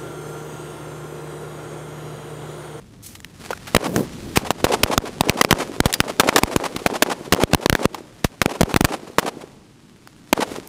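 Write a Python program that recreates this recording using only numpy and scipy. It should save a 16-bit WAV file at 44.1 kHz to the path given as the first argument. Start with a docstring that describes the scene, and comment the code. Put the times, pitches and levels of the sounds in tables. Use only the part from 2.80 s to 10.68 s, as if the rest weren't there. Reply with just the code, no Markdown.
"""A string of firecrackers burns on open ground a few metres away: the crackers go off in an uneven run of shocks.
A hissing fuse of flickering noise, spurts of filtered noise and ringing paper tubes go with them, over a low night rumble.
Each blast scatters off the ground, slaps back from near and far walls, and returns as swarms of small echoes
from trees and house fronts, most strongly within about a tenth of a second; the first blasts roll back from far off.
The strong blasts overload the microphone, and a limiter turns the sound down briefly around the loudest peaks."""
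import sys
import numpy as np
from scipy import signal
from scipy.fft import rfft, irfft
from scipy.io import wavfile
from scipy.ndimage import uniform_filter1d, minimum_filter1d

SR = 44100
rng = np.random.default_rng(int(sys.argv[2]) if len(sys.argv) > 2 else 0)


def wav_record(signal):
    """Record a signal, one row per channel, as 16-bit PCM in the file named by sys.argv[1]."""
    frames = np.transpose(np.atleast_2d(signal))
    bounded = np.clip(frames, -1, 1)
    # unit amplitude maps onto the largest positive 16-bit level
    quanta = np.round(bounded * 32767).astype(np.int16)
    wavfile.write(sys.argv[1], SR, quanta)


N = 347575
TIME = np.arange(N) / SR  # s

# The exploding crackers. Each row: start in seconds, relative blast level in dB, time until the pressure turns
# to suction in ms, relative ground scatter in dB, relative sound sent into the surroundings in dB.
BANGS = [(.9479,45.5,1.14,-39,-10), (.9495,37.5,1.84,-17,-15), (0.9648,44.5,0.83,-26,-4),
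         (1.162,2,2,-34,-27), (1.573,38,1.2,-19,-8), (1.7061,20.5,0.39,-14,-16.5), (1.8429,34,1.7,-4,3),
         (2.0366,51.5,1.12,-22,0), (2.0415,5,.3,-47,-15), (2.1779,54.5,1.27,-38,-9.5),
         (2.4089,46,0.92,-21.5,-1), (2.4957,44,0.87,-30,-5.5), (2.612,52.5,0.6,-10,-9.5),
         (2.648,22,0.69,-39,-35), (2.7092,49,0.59,-3,-2.5), (2.727,41,1.29,-54,-5.5),
         (3.0033,42.5,1.49,-44,-6.5), (3.0579,26.5,3.6,-12,-15.5), (3.2035,31.5,1.32,-18.5,-6),
         (3.3974,59.5,0.52,5.5,2.5), (3.4058,3,.35,-13,-28), (3.489,23.5,0.89,-28,-0.5),
         (3.4927,19.5,.45,-38,-13.5), (3.5608,38.5,0.34,6.5,-30), (3.5673,17,0.87,-28,-26),
         (3.5818,5.5,0.38,-9,-8.5), (3.6343,45,1.6,-26,-8), (3.762,40,1.51,-13.5,-1.5),
         (3.965,-10.5,3.3,-39,-23), (4.062,24.5,1.32,-7,-3.5), (4.223,43,0.37,-0.5,-1),
         (4.524,37.5,1.46,1.5,-2), (4.536,24.5,1.5,-46,-7), (4.5476,5,1.1,-46,-31),
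         (4.636,36,1.43,-37,-13.5), (4.7341,33,2.05,-44,-10), (4.747,41.5,1.51,-38,-19),
         (4.8597,28,0.8,-33,-15.5), (4.8973,43,1.28,-24,-26), (4.9277,22.5,4.2,-31,-12),
         (4.9519,17,0.56,-21,-5), (5.0547,34,1.34,-67,-20.5), (5.4472,24.5,4.1,-22,-29),
         (5.6165,31.5,1.1,-8,-5.5), (5.6596,22,1.5,-68,-12), (5.809,41.5,2.37,-8,-25),
         (5.815,30,1.16,-37,-9), (5.8323,25,3.3,-56,-24), (5.9422,9,7.5,-49,-25),
         (5.962,34.5,1.86,-9.5,-17), (6.0088,48.5,1.9,-13,-15), (6.0446,26,4,-3.5,-6),
         (6.3843,24,0.64,1.5,-3.5), (7.5285,48.5,.65,-24,0.5), (7.5318,26.5,1.05,-35,-25)]


def undb(db):
    """Decibels are a logarithmic measure: 20 dB is a tenfold amplitude."""
    return 10 ** (np.asarray(db) / 20)


def add(track, start_s, sound):
    """Superposition: pressures add, here from a given start time."""
    i = int(np.clip(round(start_s * SR), 0, N - 1))
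    track[i:i + len(sound)] += sound[:N - i]


def unit(x):
    """Normalization: the root-mean-square amplitude becomes 1."""
    return x / np.sqrt(np.mean(x ** 2))


def curve(rows):
    """Piecewise-linear level in dB, from (s, dB) points, as a gain over time."""
    return undb(np.interp(TIME, *np.transpose(rows)))


def butter(x, hz, kind, order=1):
    """Causal filtering with a maximally flat passband."""
    return signal.sosfilt(signal.butter(order, hz, kind, fs=SR, output="sos"), x)


def colour(x, points):
    """Spectral shaping: gains in dB, linear in log frequency between (Hz, dB) points, then rms 1."""
    hz, db = np.transpose(points)
    bins = np.maximum(np.fft.rfftfreq(N, 1 / SR), 1)
    gain = undb(np.interp(np.log(bins), np.log(hz), db))
    return unit(irfft(rfft(x) * gain, N))


def grains(rate, spread_db):
    """Shot noise: random clicks, rate a second, of either sign, with exponentially spread levels in dB."""
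    present = rng.random(N) < rate / SR
    sign = rng.choice([-1, 1], N)
    size = undb(spread_db * np.minimum(rng.exponential(size=N), 2 * np.e))
    return unit(present * sign * size)


def night(wind_hz=80, steady_db=-47, swell_db=-28.5, swell_start_s=1.0, swell_rise_s=0.54):
    """Low-frequency noise: an outdoor rumble swells after the first blasts and ebbs slowly, with a light wind."""
    # Rumble spectrum. Each row: frequency in Hz, relative level in dB.
    night_colour = [(30,13), (60,0.5), (110,3.5), (190,-0.5), (300,-4.5), (400,-12.5), (600,-24),
                    (1200,-26.5), (4000,-28.5), (9000,-37), (15000,-57)]
    # Air moving over the microphone. Each row: time in seconds, level in dB.
    wind_level = [(0,-38.5), (.9,-39), (1.6,-31), (4,-61), (7.88,-55)]
    low_noise = butter(rng.standard_normal(N), wind_hz, "low", order=2)
    wind = unit(butter(low_noise, 25, "high"))
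    age = np.maximum(TIME - swell_start_s, 0) / swell_rise_s
    swell = undb(swell_db) * 2 * age / (1 + age ** 2)  # crest at age 1
    rumble_level = np.hypot(undb(steady_db), swell)
    return rumble_level * colour(rng.standard_normal(N), night_colour) + curve(wind_level) * wind


def fuse(sparks_gain_db=5, crackle_db=-3, flicker_db=2.6):
    """Modulated noise and shot noise: burning powder hisses unevenly and throws finely crackling sparks."""
    # The fuse flaring up before the first bang. Each row: time in seconds, hiss level in dB.
    flare_level = [(.52,-60), (.66,-34), (.8,-49), (.92,-37.5)]
    # Sparks and smouldering powder. Each row: time in seconds, hiss level in dB before the sparks gain.
    sparks_level = [(0.0, -59), (0.66, -57), (0.79, -48.5), (1.01, -46), (3.38, -46), (3.58, -40.5),
                    (5.02, -56.5), (5.16, -56), (5.66, -53.5), (5.88, -43), (6.91, -63), (7.53, -56),
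                    (7.73, -38.5), (7.88, -56)]
    # Hiss spectrum. Each row: frequency in Hz, relative level in dB.
    hiss_colour = [(200, 15.5), (600, 0), (1400, 1), (2500, -1.5), (5000, -5.5), (10000, -10.5),
                   (15000, -21.5)]
    flicker = undb(flicker_db * unit(butter(rng.standard_normal(N), 19, "low", order=2)))
    hiss = flicker * rng.standard_normal(N)
    crackle = undb(crackle_db) * unit(butter(grains(rate=310, spread_db=3.0), 6000, "low"))
    flare = curve(flare_level) * (TIME < BANGS[0][0])
    burn = np.hypot(flare, undb(sparks_gain_db) * curve(sparks_level))  # powers add
    return burn * colour(hiss + crackle, hiss_colour)


def spurts(rise_share=0.21, spread=1.86, gain_db=3.5):
    """Jet noise: powder flares without a bang as band-limited bursts; the longer ones also start more slowly."""
    # Each row: start in seconds, level in dB before the common gain, decay in ms, centre frequency in Hz.
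    flares = [(0.224,-43,64,5750), (0.261,-37.5,8.2,7000), (0.351,-35.5,5.7,2240), (.403,-32.5,0.95,1650),
              (.446,-25,1.25,1450), (.705,-23,8.2,460), (.712,-40,2.9,1900), (0.729,-33,4.6,1760),
              (0.774,-33.5,2.7,1020), (.869,-32,16.5,1290), (1.557,-17.5,17,1510), (1.569,-14,12,1420),
              (2.033,-6,2.8,1940), (2.639,-12,1.75,1570), (3.056,-3,4.5,880), (3.128,-6,0.56,3900),
              (3.138,-10,3.8,3600), (3.962,-19.5,2.6,940), (5.145,-18,3.4,530), (5.443,-16,9.1,1930),
              (7.274,-31,1.25,930), (7.874,-32,1.1,9600)]
    out, count = np.zeros(N), SR // 4
    ms = TIME[:count] * 1000
    for start_s, db, decay_ms, hz in flares:
        jet = unit(butter(rng.standard_normal(count), [hz / spread, hz * spread], "band"))
        rise = 1 - np.exp(-ms / (rise_share * decay_ms))
        add(out, start_s, undb(db + gain_db) * jet * rise * np.exp(-ms / decay_ms))
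    return out


def tubes():
    """Damped resonance: paper tubes ring briefly as gas escapes, each a decaying sine."""
    # Each row: start in seconds, level in dB, pitch in Hz, decay in seconds.
    rings = [(0.7318,-13.5,1420,0.0023), (3.139,-26,4790,0.011)]
    out, t = np.zeros(N), TIME[:SR // 6]
    for start_s, db, hz, decay_s in rings:
        add(out, start_s, undb(db) * np.sin(2 * np.pi * hz * t) * np.exp(-t / decay_s))
    return out


def shock(t, length, steepness=0.892):
    """Blast wave: a sudden jump of pressure falls into a weak suction; t and length share one unit."""
    return (1 - t / length) * np.exp(-steepness * t / length)


def blasts(gas_db=-3, gas_per_scatter=0.085, gas_hz=2400, gas_ms=0.94, scatter_ms=8.74, pebble_ms=0.3,
           steepness=1.085):
    """Shock, turbulence and scattering: gas tears each shock, and the ground scatters it into small shocks."""
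    out, t = np.zeros(N), TIME[:SR // 25]
    ms = t * 1000
    gas = unit(butter(rng.standard_normal(N), gas_hz, "low", order=2))
    hits = np.abs(grains(rate=900, spread_db=-1.0))
    ground = unit(signal.fftconvolve(hits, shock(ms, pebble_ms, steepness=0.89))[:N])
    for start_s, db, push_ms, ground_db, _ in BANGS:
        first = int(start_s * SR)
        span = slice(first, first + len(t))
        # the more a blast scatters, the more it is torn
        torn = undb(gas_db + gas_per_scatter * ground_db) * gas[span] * np.exp(-ms / gas_ms)
        scatter = undb(ground_db) * ground[span] * np.exp(1 - (ms / scatter_ms) ** 2)
        add(out, start_s, undb(db) * (shock(ms, push_ms, steepness) + torn) + scatter)
    return out


def reflection(hz, damping=4.2):
    """Wall reflection: a blast returns as a rounded, damped swing of pressure."""
    turns = hz * TIME[:SR // 50]
    return np.sin(2 * np.pi * turns) * np.exp(-damping * turns)


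def slaps(near_hz=800, near_db=8, near_growth=1.45, near_edge_hz=4000, far_edge_hz=900, far_wander_s=0.00093):
    """Discrete echoes: a sharp one from the nearest wall, mainly after strong bangs, and dull ones from afar."""
    # Nearest wall; the delay grows as the microphone moves away. Each row: time in seconds, delay in seconds.
    near_delay = [(.96,0.017), (1.57,0.021), (1.84,0.025), (2.41,.028), (3.4,0.038), (4.1,.039),
                  (7.5,.0485)]
    # Far walls, one thud each. Each row: delay in seconds, relative level in dB, swing frequency in Hz.
    far_walls = [(.066,-9,396), (.096,-7.5,730), (.187,-16.5,320), (.255,-17.5,386)]
    near, far = np.zeros(N), np.zeros(N)
    places = rng.uniform(-1.034, 1, len(BANGS))
    for (start_s, *_, sent_db), place in zip(BANGS, places):
        near_s = start_s + np.interp(start_s, *np.transpose(near_delay))
        add(near, near_s, undb(near_growth * sent_db + near_db) * reflection(near_hz))
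        for delay_s, db, hz in far_walls:
            far_s = start_s + delay_s + far_wander_s * place
            add(far, far_s, undb(sent_db + db) * reflection(hz, damping=1.07))
    return butter(near, near_edge_hz, "low") + butter(far, far_edge_hz, "low", order=2)


def echo_power(axis, tail_rise_s=0.03):
    """Energy response after one bang (axis 0 dull, 1 bright): humps over a tail that builds up and dies away."""
    # Trees and house fronts. Each row: delay in seconds, spread in seconds, relative dull and bright levels in dB.
    clusters = [(0.025,0.008,-42,-29), (0.046,0.008,-23,-24), (0.065,0.0043,-15.5,-30.5),
                (.080,0.0034,-25.5,-18), (.097,0.0083,-21.5,-18), (.17,.025,-44,-63),
                (0.234,0.0077,-37,-34.5)]
    # Diffuse tail, dull then bright. Each row: relative level in dB, decay in seconds.
    tails = [(-30,0.15), (-38,0.19)]
    t = TIME[:SR + SR // 5]
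    tail_db, decay_s = tails[axis]
    tail = undb(tail_db) * (1 - np.exp(-t / tail_rise_s)) * np.exp(-t / decay_s)
    power = tail ** 2
    for delay_s, spread_s, *db in clusters:
        power = power + undb(db[axis]) ** 2 * np.exp(-((t - delay_s) / spread_s) ** 2)
    return power


def surroundings(boom=0.16):
    """Incoherent scattering: swarms of dull echoes from all around, bright ones from nearby trees or house fronts."""
    # Spectra of the two swarms. Each row: frequency in Hz, relative level in dB.
    dull_colour = [(50, -49), (130, -5), (250, 5.5), (380, 5), (600, 0.5), (900, -21), (1500, -20),
                   (4000, -66)]
    bright_colour = [(150, -14), (500, 4.5), (800, 11), (1100, 7), (1500, 1.5), (2500, -1), (5000, -8),
                     (10000, -15), (15000, -30.5)]
    power = np.zeros((2, N))
    for start_s, _, push_ms, _, sent_db in BANGS:
        # a longer push sends more bass into the distance
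        power[:, int(start_s * SR)] += undb(sent_db) ** 2 * np.array([push_ms ** boom, 1])
    # the echoes of different bangs add in power
    dull, bright = (np.sqrt(np.abs(signal.fftconvolve(p, echo_power(k))[:N])) for k, p in enumerate(power))
    dull_swarm = dull * colour(grains(rate=12000, spread_db=2.3), dull_colour)
    bright_swarm = bright * colour(grains(rate=8000, spread_db=2.0), bright_colour)
    return dull_swarm + bright_swarm


def rolls():
    """Distant reverberation: the first blasts roll back from far off as dull swarms that swell and fade."""
    # Each row: time of the crest in seconds, level in dB, half length in seconds.
    crests = [(1.104,-25,0.062), (1.193,-21,0.029), (1.46,-35.5,0.068)]
    # Spectrum. Each row: frequency in Hz, relative level in dB.
    roll_colour = [(60,-13), (150,1), (260,2.5), (480,-6.5), (750,-20), (3000,-39)]
    swell = sum(undb(db) * np.exp(-((TIME - s) / half_s) ** 2 / 2) for s, db, half_s in crests)
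    return swell * colour(grains(rate=1500, spread_db=3.0), roll_colour)


def scene():
    """Superposition: the pressures of all sources add at the microphone."""
    other_sources = night() + fuse() + spurts() + tubes()
    return (other_sources + blasts() + slaps() + surroundings() + rolls())[None]


def limiter(x, ceiling=1.202, release_s=0.05):
    """Gain control: turns down just ahead of each peak above the ceiling and recovers exponentially."""
    excess = np.log(np.maximum(np.abs(x) / ceiling, 1))
    # a running maximum against a rising ramp holds each excess while it decays
    ramp = TIME / release_s
    held = np.exp(np.maximum.accumulate(np.log(excess + 1e-12) + ramp) - ramp)
    early = minimum_filter1d(np.exp(-held), size=SR // 2000)
    return x * uniform_filter1d(early, size=SR // 2000)


def record(dry, overload=4.81, coupling_hz=100, rumble_hz=35, shelf_hz=240, shelf_share=0.43, treble_hz=7000,
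           treble_lift=0.93, body_lift=0.45, body_hz=(220, 1200), boom_lift=0.33, boom_hz=(130, 260), top_hz=15500):
    """Saturation and filtering: the microphone clips and colours the sound; limiting and clipping hold the peaks."""
    x = -np.clip(dry[0], -overload, overload)  # reversed polarity
    treble = treble_lift * butter(x, treble_hz, "high")
    body = body_lift * butter(x, body_hz, "band")
    boom = boom_lift * butter(x, boom_hz, "band")
    x = x + treble + body + boom
    # two bass cuts make the wave swing back after each blast
    x = butter(butter(x, coupling_hz, "high"), rumble_hz, "high")
    # a zero-phase bass shelf, filtered forwards and backwards, spreads the swing to both sides of the shock
    forward = butter(x, shelf_hz, "low")
    bass = butter(forward[::-1], shelf_hz, "low")[::-1]
    x = np.clip(limiter(x - shelf_share * bass), -1, 1)
    # steep top edge: 0.2 dB ripple, 80 dB rejection
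    return signal.sosfilt(signal.ellip(10, .2, 80, top_hz, fs=SR, output="sos"), x)[None]


dry = scene()
out = record(dry)
wav_record(out)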